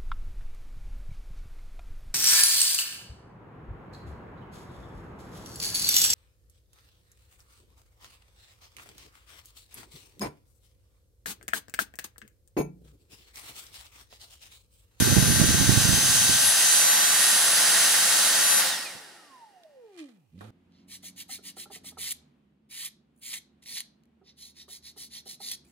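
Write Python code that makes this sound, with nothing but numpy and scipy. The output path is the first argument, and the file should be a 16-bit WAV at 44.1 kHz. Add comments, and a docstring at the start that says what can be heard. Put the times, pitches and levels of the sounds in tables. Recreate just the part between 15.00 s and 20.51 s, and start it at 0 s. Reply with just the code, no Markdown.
"""Cordless vacuum coasting to rest

A handheld vacuum runs close by: turbulent air rushes, the fast motor whines at harmonics of its shaft
rate, and at first the exhaust buffets the right microphone. It is turned round and the trigger is let
go; drag and friction brake the rotor, with a falling tone and a short rattle. At last the magnet
catches the rotor, which rocks with a low buzz while the plastic body knocks."""
import sys
import numpy as np
from scipy import signal
from scipy.fft import rfft, irfft, next_fast_len
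from scipy.io import wavfile
from scipy.ndimage import map_coordinates

SR = 44100
rng = np.random.default_rng(int(sys.argv[2]) if len(sys.argv) > 2 else 0)


def materialize(psi):
    """Save the field psi as 16-bit PCM at rate SR to the path in sys.argv[1].

    A 1-D psi becomes a single channel; in a 2-D psi each row is a channel.
    """
    bounded = np.clip(np.atleast_2d(psi).T, -1, 1)
    quanta = np.round(bounded * 32767).astype(np.int16)
    wavfile.write(sys.argv[1], SR, quanta)


N = 242814

RUN_HZ, RELEASE_S, CATCH_S = 1554, 3.614, 5.32  # full shaft speed, trigger let go, rotor caught

# Spectra of the duct roar, hollow bin, vent hiss, fine hiss and top fizz: frequency_hz, level_db
DUCT_SPECTRUM = [(30, -36.5), (80, -26), (160, -14.5), (300, -10.5), (480, -10), (720, -6.5), (1000, -5),
                 (1400, 0.5), (1900, 1), (2150, -3), (2400, -6), (2650, -10.5), (3400, -29.5),
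                 (5700, -89.5)]
BIN_SPECTRUM = [(30, -16.5), (60, -17.5), (100, -10), (160, -6.5), (250, -2), (360, 1.5), (560, -6.5),
                (850, 1.5), (1050, -14.5), (1500, -29)]
VENT_SPECTRUM = [(1410, -46.5), (2400, -9), (3080, -1), (3420, -2.5), (3910, 0.5), (4300, -3), (5070, -1.5),
                 (5930, -4), (6000, -1.5), (7800, -38), (13200, -120)]
HISS_SPECTRUM = [(5200, -37.5), (6200, -3.5), (7000, -1), (8300, 0.9), (9800, 0.8), (11000, -1.5),
                 (12000, -7.5), (13000, -23), (15800, -33)]
FIZZ_SPECTRUM = [(10500, -28), (12000, -3), (14000, 1.5), (15800, -2)]
# Fine hiss at full flow: time_s, level_db
HISS_LEVEL = [(0, -32), (.5, -30.5), (1.15, -25.5), (1.45, -26.5), (1.77, -24), (1.89, -28.5), (2.2, -25.5),
              (3.27, -26), (3.6, -29.5)]
# Turning of the vacuum in the hand: time_s, angle_deg
HEADING = [(0, 3.5), (.7, 13.5), (1.45, 11), (1.7, 32), (2.05, 46), (2.7, 60), (3.3, 48.5), (3.6, 42.5)]
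def airflow(speed):
    """Turbulent noise follows a power law of the flow, which lags behind the motor speed."""
    lag_s = 0.1
    keep = np.exp(-1 / (lag_s * SR))
    flow = 1 - signal.lfilter([1 - keep], [1, -keep], 1 - speed / RUN_HZ)
    octaves = np.log2(np.maximum(flow, 1e-3))  # each factor on this is dB lost as the flow halves
    hiss_db, = curves(HISS_LEVEL)
    hiss_dip_db = hiss_db - hiss_db.max()
    duct_db = -34.5 + 0.0823 * curves(HEADING)[0] + 14.5 * octaves
    duct_dip_db = duct_db - duct_db.max()
    vent_db = -27 + 0.54 * (hiss_dip_db + 2) + 16 * octaves
    duct = amp(duct_db) * turbulence(DUCT_SPECTRUM, ring=0.48, echo_db=-10)
    # the bin and the housing fade more slowly than the roar
    hollow = amp(-47 + .5 * duct_dip_db) * turbulence(BIN_SPECTRUM, ring=0.83, echo_db=-9)
    housing_modes = [(1855, 110, -2.5), (2850, 91, -3)]
    housing = unit(filtered(rng.standard_normal((2, N)), lambda hz: peaks(hz, housing_modes)))
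    housing *= amp(-44.5 + .68 * duct_dip_db)
    vent = amp(vent_db) * turbulence(VENT_SPECTRUM, ring=.4, echo_db=-11)
    hiss = amp(hiss_db + 17.5 * octaves) * turbulence(HISS_SPECTRUM, ring=.1, echo_db=-9)
    fizz = amp(-30.5 + .37 * hiss_dip_db + 21 * octaves) * noise(FIZZ_SPECTRUM)
    return (duct + hollow + housing + vent + hiss + fizz) * amp(0.34 * wobble(25))


# Resonances of the bin and ducts: centre_hz, width_hz, level_db
CAVITY_MODES = [(533, 42, -0.5), (660, 31, 3.5), (800, 110, -1.5), (960, 70, -10.5), (1786, 110, -5.5),
                (1940, 80, -6), (2790, 110, -3), (2936, 70, -21), (3870, 150, -9.5), (4590, 200, 3),
                (5050, 250, -4)]
# Likeness of the air noise at the two microphones: frequency_hz, coherence
AIR_COHERENCE = [(60, 0.07), (99, 0.19), (160, 0.6), (270, 0.76), (450, 0.92), (740, 0.78), (1220, 0.75),
                 (2010, 0.81), (3330, 0.27), (5500, 0.43), (9080, -0.01), (15000, -0.12)]
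# Balance of the air noise: frequency_hz, left_minus_right_db
AIR_BALANCE = [(60, 4), (110, -0.5), (200, 2), (380, -2), (700, 1.5), (1290, -1), (2380, -1.5),
               (4400, -1.5), (8120, 0.5), (15000, -5)]
def turbulence(spectrum, ring, echo_db):
    """Cavity resonance colours broadband noise, which is partly coherent at the two microphones."""
    def mid_side_response(hz):
        coherence = np.clip(along(AIR_COHERENCE, hz), -.95, .98)
        side_gain = np.tan(np.arccos(coherence) / 2)
        return resonant(hz, CAVITY_MODES, ring) * np.array([np.ones_like(hz), side_gain])

    source = reflected(noise(spectrum), echo_db, t60=0.099)
    mid, side = filtered(source, mid_side_response)
    pair = np.array([mid + side, mid - side])
    return filtered(pair, lambda hz: amp(np.outer([.5, -.5], along(AIR_BALANCE, hz)))) / np.std(mid)


# The shaft starts slightly fast and settles: time_s, excess_hz
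OVERSPEED = [(0, 6), (1.35, 4.5), (1.8, 1.5), (2.35, .3), (3.2, 0)]
def shaft():
    """Air drag and constant bearing friction brake the released rotor; gives speed (Hz), angle (rad)."""
    friction_hz_per_s, drag_hz_per_s, drag_exponent = 188.4, 9324, 2.124
    speeds, step = np.linspace(RUN_HZ, 0, N, retstep=True)
    braking = friction_hz_per_s + drag_hz_per_s * (speeds / RUN_HZ) ** drag_exponent
    reached_s = RELEASE_S + np.cumsum(-step / braking)
    speed = np.interp(clock(), reached_s, speeds) + curves(OVERSPEED)[0]
    return speed, 2 * np.pi * np.cumsum(speed * (1 + .0003 * wobble(30))) / SR


# Pole-passing and blade-passing tones under power: time_s, left_db, right_db
POLE_LEVEL = [(0, -28.5, -48.5), (.55, -26, -33.5), (.85, -27.5, -32.5), (1.2, -24, -29.5),
              (1.52, -31.5, -33), (1.7, -22.5, -33.5), (1.87, -27.5, -30.5), (2.05, -27, -31),
              (2.4, -34, -33), (3.6, -29.5, -31.5)]
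BLADE_LEVEL = [(0, -24.5, -27.5), (.45, -27, -47), (.85, -41, -39.5), (1.05, -38.5, -28.5),
               (1.32, -35.5, -28.5), (1.48, -18.5, -40), (1.73, -43.5, -22.5), (1.9, -20.5, -22),
               (2.12, -36, -27.5), (2.22, -25, -27.5), (2.9, -32, -28.5), (3.33, -32, -34.5),
               (3.45, -24.5, -36), (3.6, -18.5, -24)]
def whine(angle):
    """Periodic forcing by the shaft, four magnetic poles and seven blades radiates shaft harmonics."""
    heading_deg, = curves(HEADING)
    lead_rad = 0.16 * heading_deg  # turning shifts the phase between the microphones
    lines = tone(angle, -37 - .065 * heading_deg, .59, 0.26) * pan(3.8)
    lines += tone(4 * angle, 0, 0.7, 2.95 + lead_rad) * amp(curves(POLE_LEVEL))
    lines += tone(7 * angle, 0, 1, 3.1 + lead_rad) * amp(curves(BLADE_LEVEL))
    lines += tone(3 * angle, -56, 2.5, .73) + tone(6 * angle, -45, 3, 0.94)
    return lines * powered(fade_s=.042)


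# Single hard puffs of the exhaust: start_s, level_db
JET_PUFFS = [(.004, -12.5), (.074, -13), (0.123, -10.5), (0.166, -12), (0.223, -12), (.299, -13),
             (0.396, -15), (.414, -9), (0.49, -15.5), (.537, -23), (0.606, -11), (.691, -6), (0.773, -11.5),
             (.85, -19.5), (0.891, -15), (0.928, -15.5), (1.099, -27.5), (1.294, -17)]
# Wind rumble on the microphone: frequency_hz, level_db
WIND_SPECTRUM = [(15, -49.5), (25, -28), (49, -5.5), (102, 5), (140, 2.5), (190, 1.5), (274, -5.5),
                 (420, -13.5), (600, -19), (900, -25.5), (2000, -71)]
def exhaust_jet():
    """Eddies carry pressure fluctuations onto the right microphone until the jet swings away."""
    leaves_s, gone_s = 0.38, 1.55
    t = clock()
    away = np.maximum(t - leaves_s, 0) / (gone_s - leaves_s)
    strength = amp(-26.5 - 18 * away ** 2) * np.clip((gone_s - t) / .08, 0, 1)
    eddies = np.zeros(N)
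    for start_s, db in JET_PUFFS:
        # a passing eddy: one pull and one push, with rougher air around it
        width_s = .0011 * amp(rng.normal(0, 1.2))
        passage = (t - start_s - .003) / width_s
        eddies += amp(db + 2.5) * passage * np.exp(-passage ** 2 / 2)
        strength += swell(start_s + .005, db - 12.5, rise_s=.015, fall_s=.05)
    rumble = unit(noise(WIND_SPECTRUM) * amp(1.6 * wobble(90)))
    return (strength * rumble + np.outer([0, 1], eddies)) * pan(-30.5)


# Housing resonances met by the falling pole tone: centre_hz, width_hz, level_db
SWEPT_MODES = [(310, 52, -40.5), (456, 60, -52), (520, 40, -54.5), (640, 17, -54), (734, 27, -52.5),
               (908, 51, -51), (1020, 110, -55.5), (1320, 65, -62), (1660, 100, -54), (2450, 160, -41),
               (3720, 480, -33), (4380, 250, -40.5)]
def coasting(speed, angle):
    """Swept resonance: the harmonics fall together and the pole tone flares at each housing mode."""
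    octaves = np.log2((speed + 1) / RUN_HZ)
    pole_db = 20 * np.log10(amp(-79) + peaks(4 * speed, SWEPT_MODES))
    lines = tone(4 * angle, pole_db, 1.6, .6)
    lines += tone(7 * angle, -36 + 9 * octaves, 3, 1) * np.clip((speed - 520) / 200, 0, 1)
    lines += tone(angle, -45 + 10.5 * octaves, 4, .3) * np.clip((speed - 200) / 70, 0, 1)
    # at low speed the tugs of the poles turn jerky and gain wavering overtones
    jerky = np.clip((135 - speed) / 35, 0, 1) * np.clip(speed / 80, 0, 1) ** 2
    for k in range(2, 5):
        lines += jerky * tone(k * (4 * angle + .3 * wobble(60)), -65 - 21 * np.log2(k / 2), 4, 1)
    lines *= (1 - powered(fade_s=.03)) * (clock() < CATCH_S)
    return reflected(lines, echo_db=-12.5, t60=.4) * pan(-3)


# Envelope of the rocking rotor's buzz: peak_s, level_db, rise_s, fall_s
BUZZ_ENVELOPE = (6, -43, 5.5, .28)
def rocking():
    """Nonlinear oscillation: held by the magnet, the rotor rocks faster and smoother as it settles."""
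    start_hz, end_hz, settle_s = 66, 110, .06
    age = np.maximum(clock() - CATCH_S, 0)
    wide = np.exp(-age / settle_s)
    rate_hz = end_hz + (start_hz - end_hz) * wide
    phase = 2 * np.pi * np.cumsum(rate_hz * (1 + .04 * wobble(90))) / SR
    buzz = (1 - wide) * np.sin(phase)
    buzz += (0.36 + .7 * wide) * np.sin(2 * phase) + .5 * wide * np.sin(3 * phase)
    buzz += amp(-3) * sum(wobble(110) * np.sin(k * phase) / k ** 1.5 for k in range(2, 7))
    onset = 1 - np.exp(-age / 0.026)
    return swell(*BUZZ_ENVELOPE) * onset * amp(wobble(76)) * buzz * pan(-3.5)


# Chatter of loose plastic: frequency_hz, level_db
PLASTIC_SPECTRUM = [(710, -37), (1200, -3), (1320, -6.5), (1460, -29.5), (1590, -5), (2230, -10),
                    (2380, -7), (2650, -8), (3390, -6), (5730, -13.5), (9680, -15.5), (14400, -32),
                    (15500, -42)]
# Resonances of the plastic shell: centre_hz, width_hz, level_db
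SHELL_MODES = [(2030, 65, 0), (2403, 41, 3.5), (3130, 120, -12), (4170, 54, -6), (6090, 39, -12),
               (7390, 64, -18), (8030, 44, -13), (9430, 87, -11)]
# Bursts of chatter: peak_s, level_db, rise_s, fall_s
RATTLE_BURSTS = [(4.97, -66, 0.32, .17), (4.995, -52, 0.034, 0.11), (5.092, -66, .015, 0.062),
                 (5.416, -62, 0.039, 0.084), (5.455, -62, 0.14, .22)]
def rattle(angle):
    """Forced vibration: loose plastic excites the shell modes, pulsing once a turn until the catch."""
    turn_fraction = angle / (2 * np.pi) % 1
    pulsing_db = np.where(clock() < CATCH_S, 7 * (.5 - turn_fraction), 0)
    shaken = noise(PLASTIC_SPECTRUM) * amp(3 * wobble(260) + pulsing_db)
    ringing = unit(filtered(shaken, lambda hz: resonant(hz, SHELL_MODES, ring=2.6)))
    return sum(swell(*burst) for burst in RATTLE_BURSTS) * ringing


# Light contacts on the body, and duller knocks as it is set down: start_s, level_db
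BODY_TICKS = [(3.949, -46), (4.635, -49.5), (4.983, -56), (5.002, -60), (5.391, -55)]
BODY_KNOCKS = [(5.084, -65.5), (5.409, -46.5)]
# Colour of a knock: frequency_hz, level_db
KNOCK_SPECTRUM = [(180, -35), (300, -6), (415, -14), (499, -4), (639, -17), (701, -7), (1000, -16),
                  (1240, -11), (1940, -22), (2030, -31), (3770, -25), (4750, -44), (12000, -34),
                  (15600, -62), (22000, -120)]
def handling():
    """Impact noise: the body ticks and knocks as it is moved, and the battery bumps the table."""
    tick_spectrum = [(300, -14), (1500, -5), (3800, 7), (7000, -10), (15000, -10)]
    bump_spectrum = [(20, -10), (50, -11), (130, -3), (400, -5), (2000, -60)]
    ticks = impacts(BODY_TICKS, tick_spectrum, t60=0.011, tail_db=-22, tail_t60=.1)
    knocks = impacts(BODY_KNOCKS, KNOCK_SPECTRUM, t60=.06, tail_db=-2.5, tail_t60=0.54)
    bump = impacts([(3.95, -50)], bump_spectrum, t60=.1, tail_db=-6, tail_t60=.23)
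    return ticks + knocks + bump


# Background of the quiet room: frequency_hz, level_db
ROOM_SPECTRUM = [(25, -27.5), (65, -19.5), (130, -4.5), (280, -4.5), (700, -14), (2000, -28.5), (2600, -13),
                 (3300, -26), (15000, -26.5)]
def room_tone():
    """Ambient noise, steady and uncorrelated between the microphones."""
    return amp(-75.5) * noise(ROOM_SPECTRUM)


def impacts(rows, spectrum, t60, tail_db, tail_t60):
    """Two-slope decay: each contact is a short crack with a weaker, longer ring of body and room."""
    out = np.zeros((2, N))
    for start_s, db in rows:
        age = clock() - start_s
        decay = amp(-60 * abs(age) / t60) + amp(tail_db - 60 * abs(age) / tail_t60)
        out += amp(db) * (age > 0) * decay * noise(spectrum)
    return out


def tone(phase, level_db, flutter_db, lead_rad):
    """Interference of shifting reflections makes a motor line waver differently at each microphone."""
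    pair = []
    for side in (.5, -.5):
        gain = np.sqrt(2) * amp(level_db + flutter_db * wobble(15))
        pair.append(gain * np.sin(phase + side * lead_rad + 0.3 * wobble(7.7)))
    return np.array(pair)


def reflected(x, echo_db, t60):
    """Reflections from table and walls add a dense short echo that ripples the spectrum."""
    delay_s = np.arange(SR // 3) / SR
    tail = rng.standard_normal((2, len(delay_s))) * amp(-60 * delay_s / t60)
    return x + amp(echo_db) * signal.fftconvolve(x, tail / np.linalg.norm(tail[0]), axes=1)[:, :N]


def peaks(hz, modes):
    """Summed Lorentzian resonances, each given as centre_hz, width_hz, level_db."""
    return sum(amp(db) / (1 + (2 * (hz - centre) / width) ** 2) for centre, width, db in modes)


def resonant(hz, modes, ring):
    """A flat response plus resonances weighted by ring."""
    return 1 + ring * peaks(hz, modes)


def powered(fade_s):
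    """1 while the trigger is held, fading to 0 as it is let go."""
    return np.clip((RELEASE_S - clock()) / fade_s + .5, 0, 1)


def swell(peak_s, db, rise_s, fall_s):
    """Exponential rise and decay, 20 dB down at rise_s before the peak and fall_s after."""
    age = clock() - peak_s
    return amp(db - 20 * np.maximum(-age / rise_s, age / fall_s))


def noise(spectrum):
    """Two uncorrelated coloured noises of rms 1."""
    return unit(filtered(rng.standard_normal((2, N)), lambda hz: amp(along(spectrum, hz))))


def filtered(x, response):
    """Zero-phase filtering by a gain that depends on frequency."""
    size = next_fast_len(N + SR // 2)
    return irfft(rfft(x, size) * response(np.fft.rfftfreq(size, 1 / SR)), size)[..., :N]


def wobble(rate_hz):
    """A smooth random curve with rate_hz knots a second."""
    knots = rng.standard_normal(int(N * rate_hz / SR) + 4)
    return map_coordinates(knots, [np.arange(N) * rate_hz / SR])


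def pan(left_minus_right_db):
    """Constant-power left and right gains."""
    gains = amp(np.outer([.5, -.5], left_minus_right_db))
    return gains / np.sqrt(np.mean(gains ** 2, axis=0))


def along(points, hz):
    """Interpolation of (frequency_hz, value) points on a log axis."""
    knots_hz, values = np.transpose(sorted(map(tuple, points)))
    return np.interp(np.log(hz + 1), np.log(knots_hz + 1), values)


def curves(rows):
    """One value per sample for each column after the time."""
    times, *columns = np.transpose(rows)
    return [np.interp(clock(), times, column) for column in columns]


def clock():
    """Time of every sample in seconds."""
    return np.arange(N) / SR


def amp(db):
    """Decibels to gain."""
    return 10 ** (np.asarray(db) / 20)


def unit(x):
    """x at rms 1."""
    return x / np.sqrt(np.mean(x ** 2) + 1e-20)


def scene():
    """Superposition of air, motor and plastic body in a quiet room."""
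    speed, angle = shaft()
    air = airflow(speed) + exhaust_jet()
    motor = whine(angle) + coasting(speed, angle) + rocking()
    body = (rattle(angle) + handling()) * pan(-4.5)
    return air + motor + body + room_tone()


def record(dry):
    """Band limiting: the microphone drops the deepest rumble and the highest treble."""
    low_hz, top_hz = 34, 15750

    def passband(hz):
        return np.clip((top_hz - hz) / 400 + .5, 0, 1) / np.sqrt(1 + (low_hz / (hz + 1)) ** 6)

    return filtered(dry, passband)


dry = scene()
out = record(dry)
materialize(out)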